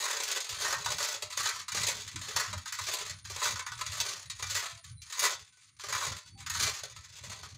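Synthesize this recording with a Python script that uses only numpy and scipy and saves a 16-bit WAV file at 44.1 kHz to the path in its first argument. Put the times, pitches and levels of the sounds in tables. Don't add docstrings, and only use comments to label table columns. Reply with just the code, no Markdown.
import sys
import numpy as np
from scipy import signal
from scipy.fft import rfft, irfft, next_fast_len
from scipy.io import wavfile
from scipy.ndimage import uniform_filter1d, map_coordinates

SR = 44100
rng = np.random.default_rng(int(sys.argv[2]) if len(sys.argv) > 2 else 0)


def bounce(signal):
    frames = np.transpose(np.atleast_2d(signal))
    limited = np.clip(frames, -1, 1)
    pcm = np.round(limited * 32767).astype(np.int16)
    wavfile.write(sys.argv[1], SR, pcm)


def gain_from_decibels(decibels):
    exponent = np.asarray(decibels, float) / 20
    return 10 ** exponent


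N = 333837
TIME = np.arange(N) / SR


def unit(x):
    return x / np.sqrt(np.mean(x ** 2) + 1e-20)


def along(points, hz):
    point_hz, value = np.transpose(points)
    return np.interp(np.log(hz + 1), np.log(point_hz + 1), value)


def wobble(rate):
    return map_coordinates(rng.standard_normal(int(N * rate / SR) + 4), [TIME * rate])


def noise(spectrum):
    m = next_fast_len(N)
    hz = np.fft.rfftfreq(m, 1 / SR)
    white = rfft(rng.standard_normal(m))
    return unit(irfft(white * gain_from_decibels(along(spectrum, hz)), m)[:N])


def window(start, end, edge):
    return np.clip(np.minimum(TIME - start, end - TIME) / edge, 0, 1)


def rattle():
    places = 12
    rings = can_rings(places, size=1100)
    m = next_fast_len(N + SR // 2)
    spectrum = 0
    for force, ring in zip(pebbles(places), rings):
        spectrum = spectrum + (rfft(force, m) * rfft(ring, m)).sum(axis=0)
    return irfft(spectrum, m)[:N]


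# hit_s, peak_db, wall_db
BOTTOM_BLOWS = [(0.13, -29.5, 2), (0.2002, -24.5, -13), (0.3684, -32, -18), (0.7257, -23.5, 7),
                (0.8592, -24, 7.5), (0.9035, -26, -3), (1.0019, -26, 1.5), (1.1434, -29, -24),
                (1.2218, -27.5, -8), (1.7465, -25, -2), (1.8831, -21.5, -33), (2.2833, -34, -5),
                (2.5282, -31, 5), (2.8842, -28.5, -2.5), (2.9363, -23.5, -28), (3.0075, -32.5, -3),
                (3.2998, -33.5, -4), (3.3611, -29.5, -2), (3.416, -28.5, 9.5), (4.395, -35.5, 2),
                (4.6246, -33.5, 6), (5.2272, -22, 2), (5.3242, -33, -19), (5.8368, -33.5, 4),
                (5.885, -31, 0), (6.012, -36, 13), (6.6734, -27.5, -22), (6.834, -30, -4.5),
                (7.2367, -37, -5), (7.4314, -38.5, 5.5)]
# hit_s, peak_db, wall_db
SIDE_BLOWS = [(0.0976, -28, 4.5), (0.2341, -24, -22), (0.3136, -21, -27), (0.403, -25.5, -26),
              (0.4921, -27.5, -25), (0.6466, -25, 8.5), (0.9193, -26.5, -3), (1.027, -22.5, -8),
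              (1.3725, -24.5, -2), (1.4566, -22.5, 1.5), (1.7731, -27, 5.5), (1.8326, -21, -9),
              (2.2132, -32.5, -7), (2.362, -22, 5), (2.396, -25, 5), (2.4446, -41, 14.5),
              (2.7868, -30, 6.5), (3.0956, -28.5, -9), (3.4539, -23, 7.5), (3.5922, -29.5, 4),
              (3.718, -34, 9), (3.8098, -29, 5.5), (4.0011, -19, -12), (4.4245, -25.5, -1.5),
              (4.5065, -28.5, -18), (4.551, -23, -1), (5.9249, -24.5, 5), (6.5999, -23.5, -1),
              (6.962, -38.5, 2.5), (7.3154, -37, 4)]
# hit_s, peak_db, wall_db
RIM_TICKS = [(0.61, -29.5, 0), (1.6815, -29.5, 2.5), (1.7185, -31.5, -1), (1.8144, -25.5, -10),
             (2.0185, -33.5, -25), (2.0762, -33, -5), (2.1582, -29, -3), (2.578, -36, 2),
             (2.6566, -36, 7.5), (2.7231, -27, 2.5), (3.251, -37, -2), (3.5573, -30.5, 6),
             (3.6644, -30.5, 8), (3.8634, -27, -5), (3.9291, -33, -3), (4.2987, -28, -9.5),
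             (4.7734, -48, 0), (4.841, -41.5, -6), (5.0178, -38.5, -23), (5.1241, -31, -4),
             (5.1924, -21.5, -9), (5.6646, -59, -36), (5.795, -40, 6.5), (6.1653, -34.5, -2.5),
             (6.4035, -38.5, -1), (6.4624, -31, 4), (6.4985, -25, 1), (6.548, -33, 9), (7.0438, -43.5, -1),
             (7.1648, -42, -12)]
# hit_s, peak_db, wall_db
LIGHT_BLOWS = [(0.0593, -31.5, 11), (0.1096, -25, -14), (0.1663, -28.5, -2), (0.2782, -27.5, -10),
               (0.4425, -31, -19), (0.6639, -31.5, 7), (0.707, -35, 13.5), (0.7821, -34, 5),
               (0.846, -30, -19), (0.983, -25.5, 0.5), (1.4013, -27, 4), (1.4311, -30.5, 1),
               (1.4892, -26.5, 3), (1.5568, -39, 5), (1.8664, -22.5, -25), (2.3067, -39, 5),
               (2.478, -37.5, 8), (2.8683, -27.5, -3), (3.0622, -31, -3), (3.4406, -23.5, -11),
               (3.7885, -38, 7), (4.088, -30.5, -24), (4.6564, -31.5, 4), (5.1022, -40, -5),
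               (5.5706, -54.5, -4), (5.9488, -25.5, 8.5), (5.978, -31, -1), (6.1181, -33.5, 4),
               (6.383, -51, -14), (6.7373, -36, -20)]
# start_s, end_s
STILL_SPANS = [(1.64, 1.68), (2.63, 2.655), (3.195, 3.246), (3.625, 3.662), (4.265, 4.295), (4.8, 4.836),
               (4.925, 5.016), (5.69, 5.76), (6.29, 6.375), (6.435, 6.459), (6.81, 6.83)]


def pebbles(count):
    force = np.zeros((4, count, N + SR))
    kinds = [(BOTTOM_BLOWS, -15.5), (SIDE_BLOWS, -26.5), (RIM_TICKS, -64), (LIGHT_BLOWS, -24.5)]
    for blows, belly_db in kinds:
        for hit_s, peak_db, wall_db in blows:
            delay_s = np.append(0, np.cumsum(.001 + rng.exponential(0.0033, size=4)))
            rebound_db = np.append(0, rng.normal(-5, 3, size=4))
            size = gain_from_decibels(peak_db + 19 - 400 * delay_s + rebound_db)
            edge_db = -16 + 0.11 * (peak_db + 29) + rng.normal(0, 3.2)
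            colour = gain_from_decibels([belly_db + 5.5, wall_db - 7.0, 0, edge_db])
            hit = ((hit_s + delay_s) * SR).astype(int)
            force[:, rng.integers(count), hit] += np.outer(colour, size)

    body_db, belly_db, wall_db = heap()
    edge_db = body_db - 13 + 0.44 * (body_db + 26.0)
    rate = np.clip(400 * gain_from_decibels(.6 * (body_db + 40)), 220, 450)
    touch = ((rng.random(N) < rate / SR) | (TIME == 0)) / np.sqrt(rate)
    uneven = np.clip((body_db + 62) / 20, .25, 1)
    contact_db = np.minimum(5 * rng.exponential(size=N), 13)
    rain = touch * gain_from_decibels(uneven * contact_db + 2 * wobble(30))
    rain = unit(rain * gain_from_decibels(4.0 * (1 - uneven)))
    bands = gain_from_decibels([belly_db - 2.0, wall_db - 0.5, body_db - 2.5, edge_db])
    place = (TIME * 14 + 2 * rng.random(N)).astype(int) % count
    force[:, place, np.arange(N)] += bands * rain
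    still = sum(window(start, end, edge=0.0089) for start, end in STILL_SPANS)
    return force[..., :N] * gain_from_decibels(-19 * still)


# crash_s, level_db, build_up_db_per_s, settling_db_per_s, belly_db
HEAP_SLIDES = [(0.02, -31, 60, 48, -13.5), (0.36, -36, 62, 124, -12.5), (0.67, -35.5, 46, 24, -12.5),
               (1.06, -32.5, 83, 116, -15), (1.47, -32, 81, 117.5, -21.5), (1.882, -33.5, 63.5, 96, -14),
               (2.37, -34, 72, 143, -14), (2.94, -34, 63, 125, -19), (3.471, -33, 85.5, 117, -15.5),
               (4.02, -34, 53, 70.5, -16), (4.57, -31, 110, 107.5, -22.5), (5.25, -28, 131, 166, -14),
               (6.01, -34, 68, 110, -13), (6.62, -30, 122, 68, -20.5), (7.301, -43.5, 37, 46, -14.5)]
# time_s, level_db
ROLLING = [(0, -50), (1.3, -48), (1.65, -53.5), (2.8, -43), (3.3, -53.5), (3.9, -47), (4.8, -55),
           (5.4, -56), (5.75, -70), (6.3, -51.5), (7.05, -74), (7.57, -54.5)]


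def heap():
    hold_s = 0.014
    belly_rise, belly_fall = 2.3, 1.22
    t = TIME[::100]
    roll_db = np.interp(t, *np.transpose(ROLLING))
    crash_s, level_db, rise_db, fall_db, belly_db = np.transpose(HEAP_SLIDES)[..., None]
    early_db = abs(rise_db) * np.maximum(crash_s - hold_s - t, 0)
    late_db = abs(fall_db) * np.maximum(t - crash_s - hold_s, 0)

    def summed(levels_db):
        return np.interp(TIME, t, 10 * np.log10(np.sum(gain_from_decibels(levels_db) ** 2, axis=0)))

    body_db = summed([roll_db, *(level_db - early_db - late_db)])
    drum_db = level_db + belly_db - belly_rise * early_db - belly_fall * late_db
    drum_db = summed([roll_db - 47, *drum_db])
    wall_db = body_db - 12 + 0.23 * (body_db + 36.5) + 2 * wobble(3.8)
    return body_db, drum_db, wall_db


# mode_hz, level_db
SHEET_MODES = [(180, -53), (300, 17), (425, -45), (510, 6), (563, -15), (747, -13.5), (1090, 3),
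               (1660, -0.5), (1920, 5), (2860, 0.5), (3990, 8), (5650, 3), (6560, 10.5), (15800, 9)]
# mode_hz, t60_s
RING_TIMES = [(400, .16), (1300, .2), (3500, .14), (9000, .07), (15000, .04)]
# mode_hz, width_hz, level_db
SHELL_MODES = [(430, 24, -11), (589.5, 27, -10), (1040.6, 43.5, -7), (2020, 95, -5.5), (2635, 35, -2.5)]
BAND_BORDERS = [330, 850, 1800, 7400, 15900]


def can_rings(count, size):
    t = np.arange(SR // 3) / SR
    sheet_hz = 330 + 15500 * ((np.arange(size) + rng.random(size)) / size) ** .85
    shell_hz, width_hz, shell_db = np.repeat(SHELL_MODES, 3, axis=0).T
    hz = np.append(sheet_hz, shell_hz + width_hz * np.tile([-.6, 0, .6], len(SHELL_MODES)))
    level_db = np.append(along(SHEET_MODES, sheet_hz), shell_db + 6.5)
    t60_s = along(RING_TIMES, hz) * np.exp(.25 * rng.standard_normal(len(hz)))
    modes = np.sin(2 * np.pi * np.outer(hz, t)) * gain_from_decibels(-60 * t / t60_s[:, None])

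    region_db = 10 * uniform_filter1d(rng.standard_normal((count, len(hz))), size=40)
    place_db = level_db + region_db + rng.normal(0, 2.34, (count, len(hz)))
    shape = rng.standard_normal((count, len(hz))) * gain_from_decibels(place_db)
    whole = shape @ modes * (1 - np.exp(-t / 0.0011))
    thin = signal.butter(2, 900, "high", fs=SR, output="sos")
    crack = signal.sosfilt(thin, rng.standard_normal(whole.shape))
    whole += 1.3 * whole[:, :200].std() * gain_from_decibels(-60 * t / 0.0008) * crack
    whole *= 1 + 1.2 * gain_from_decibels(-60 * t / .03)

    rings = []
    for edges in zip(BAND_BORDERS, BAND_BORDERS[1:]):
        band = signal.butter(4, edges, "band", fs=SR, output="sos")
        rings.append(signal.sosfilt(band, whole))
    rings = np.array(rings)
    rings[0] = signal.lfilter(*signal.iirnotch(505, 6, fs=SR), rings[0])
    return rings / np.linalg.norm(rings, axis=2, keepdims=True)


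# start_s, length_s, buffet_db, flutter_db
PORT_GUSTS = [(0.506, 0.032, -55, -66), (0.576, 0.24, -56, -68), (0.859, 0.17, -56, -64),
              (1.244, 0.038, -58, -70), (1.394, 0.064, -53, -62), (1.54, 0.078, -57, -68.5),
              (1.733, 0.36, -53, -61.5), (2.153, 0.16, -56, -55.5), (2.34, 0.074, -55, -82),
              (2.487, 0.11, -53, -62), (2.74, 0.21, -53.5, -96), (3.016, 0.15, -52, -83),
              (3.255, 0.13, -48.5, -68), (3.482, 0.076, -60, -65), (3.706, 0.33, -54.5, -91),
              (4.142, 0.057, -61, -85), (4.259, 0.045, -52, -81), (4.325, 0.27, -53.5, -91),
              (4.73, 0.04, -48, -85), (4.859, 0.23, -52, -89), (5.357, 0.076, -56, -81),
              (5.879, 0.081, -50, -63), (6.078, 0.1, -50.5, -65.5), (6.262, 0.47, -49.5, -61.5),
              (6.818, 0.2, -54.5, -79), (7.061, 0.1, -53, -79), (7.215, 0.166, -52, -61.5),
              (7.41, 0.069, -54.5, -67), (7.526, 0.051, -55, -66)]
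# time_s, level_db
LULL_WIND = [(0, -68.5), (1.3, -68.5), (2, -57), (5, -68.5), (5.7, -72.5), (6.1, -68), (7.57, -62)]
# pitch_hz, level_db
BUFFET_COLOUR = [(20, -45), (45, -17), (95, 4), (140, -7.5), (220, -32), (400, -87)]
# pitch_hz, level_db
FLUTTER_COLOUR = [(100, -22), (160, 6.5), (250, -0.5), (350, -6.5), (600, -102)]


def wind():
    edge_s = 0.016
    lull_db = np.interp(TIME, *np.transpose(LULL_WIND))
    gusts = np.array([window(start - edge_s, start + length + edge_s, edge_s) ** 2
                      for start, length, *_ in PORT_GUSTS])
    _, _, buffet_db, flutter_db = np.transpose(PORT_GUSTS)
    strength = gain_from_decibels(lull_db) + gain_from_decibels(buffet_db) @ gusts
    sharpness = gain_from_decibels(lull_db - 14) + gain_from_decibels(flutter_db) @ gusts
    lumps = gain_from_decibels(4.8 * wobble(11))
    buffet = strength * unit(lumps * noise(BUFFET_COLOUR))
    flutter = sharpness * unit(lumps * gain_from_decibels(4 * wobble(20)) * noise(FLUTTER_COLOUR))
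    return buffet + flutter


# start_s, end_s, level_db
CRICKET_PHRASES = [
    (3.115, 3.31, -63),
    (3.62, 3.9, -63),
    (4.155, 4.43, -61),
    (4.755, 5.14, -60),
]


def bush_cricket():
    stroke = np.cumsum(140 + 3.7 * wobble(4.8)) / SR % 1
    glide_hz = 10000 - 950 * stroke + 150 * wobble(400)
    tone = np.sin(2 * np.pi * np.cumsum(glide_hz) / SR)
    wing = unit(np.sin(np.pi * stroke) ** 2 * gain_from_decibels(4.4 * wobble(220)) * tone)
    phrases = np.zeros(N)
    for start, end, level_db in CRICKET_PHRASES:
        chirp = np.clip(6 * np.sin(np.pi * (TIME - start) * 10.3) ** 2, .05, 1)
        phrases += gain_from_decibels(level_db) * window(start, end, 0.035) * chirp
    return phrases * wing


# start_s, end_s, pitch_hz, level_db
WHISTLE_NOTES = [
    (3.58, 3.67, 4540, -57),
    (4.965, 5.02, 4020, -62),
    (6.2, 6.41, 4525, -62),
    (6.35, 6.44, 800, -64),
    (4.63, 4.82, 670, -62),
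    (5.52, 5.61, 1510, -69),
]


def whistles():
    drift = np.cumsum(15 * wobble(100)) / SR
    total = np.zeros(N)
    for start, end, pitch_hz, level_db in WHISTLE_NOTES:
        tone = np.sin(2 * np.pi * (pitch_hz * TIME + drift))
        total += gain_from_decibels(level_db + 2.2 * wobble(48)) * window(start, end, 0.014) * tone
    return total


def far_chorus():
    band = noise([(8500, -40), (8900, -5), (9300, 0), (9650, -5), (9950, -45)])
    level_db = -68.5 - 8 * np.clip(TIME - 6.5, 0, 1) + wobble(3) + 2 * wobble(130)
    return gain_from_decibels(level_db) * band


# pitch_hz, level_db
FIELD_COLOUR = [(250, -1), (1300, -25), (2200, 13), (4000, -48), (8300, -34), (10200, -41), (15500, -56)]


def field_hiss():
    return gain_from_decibels(-80 + 3 * wobble(4) + 2 * wobble(25)) * noise(FIELD_COLOUR)


def scene():
    near = rattle() + wind() + bush_cricket() + whistles()
    return (near + far_chorus() + field_hiss())[None]


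def roll_off(x):
    return signal.sosfilt(signal.butter(12, 16370, fs=SR, output="sos"), x)


def record(dry):
    dip_hz, dip_width_hz, dip_share = 8200, 2970, 0.49
    dip = signal.iirpeak(dip_hz, dip_hz / dip_width_hz, fs=SR)
    dry = dry - dip_share * signal.lfilter(*dip, dry)
    band_limit = signal.ellip(10, .5, 70, 15600, fs=SR, output="sos")
    mix = signal.sosfilt(band_limit, dry)
    return roll_off(mix)


dry = scene()
out = record(dry)
bounce(out)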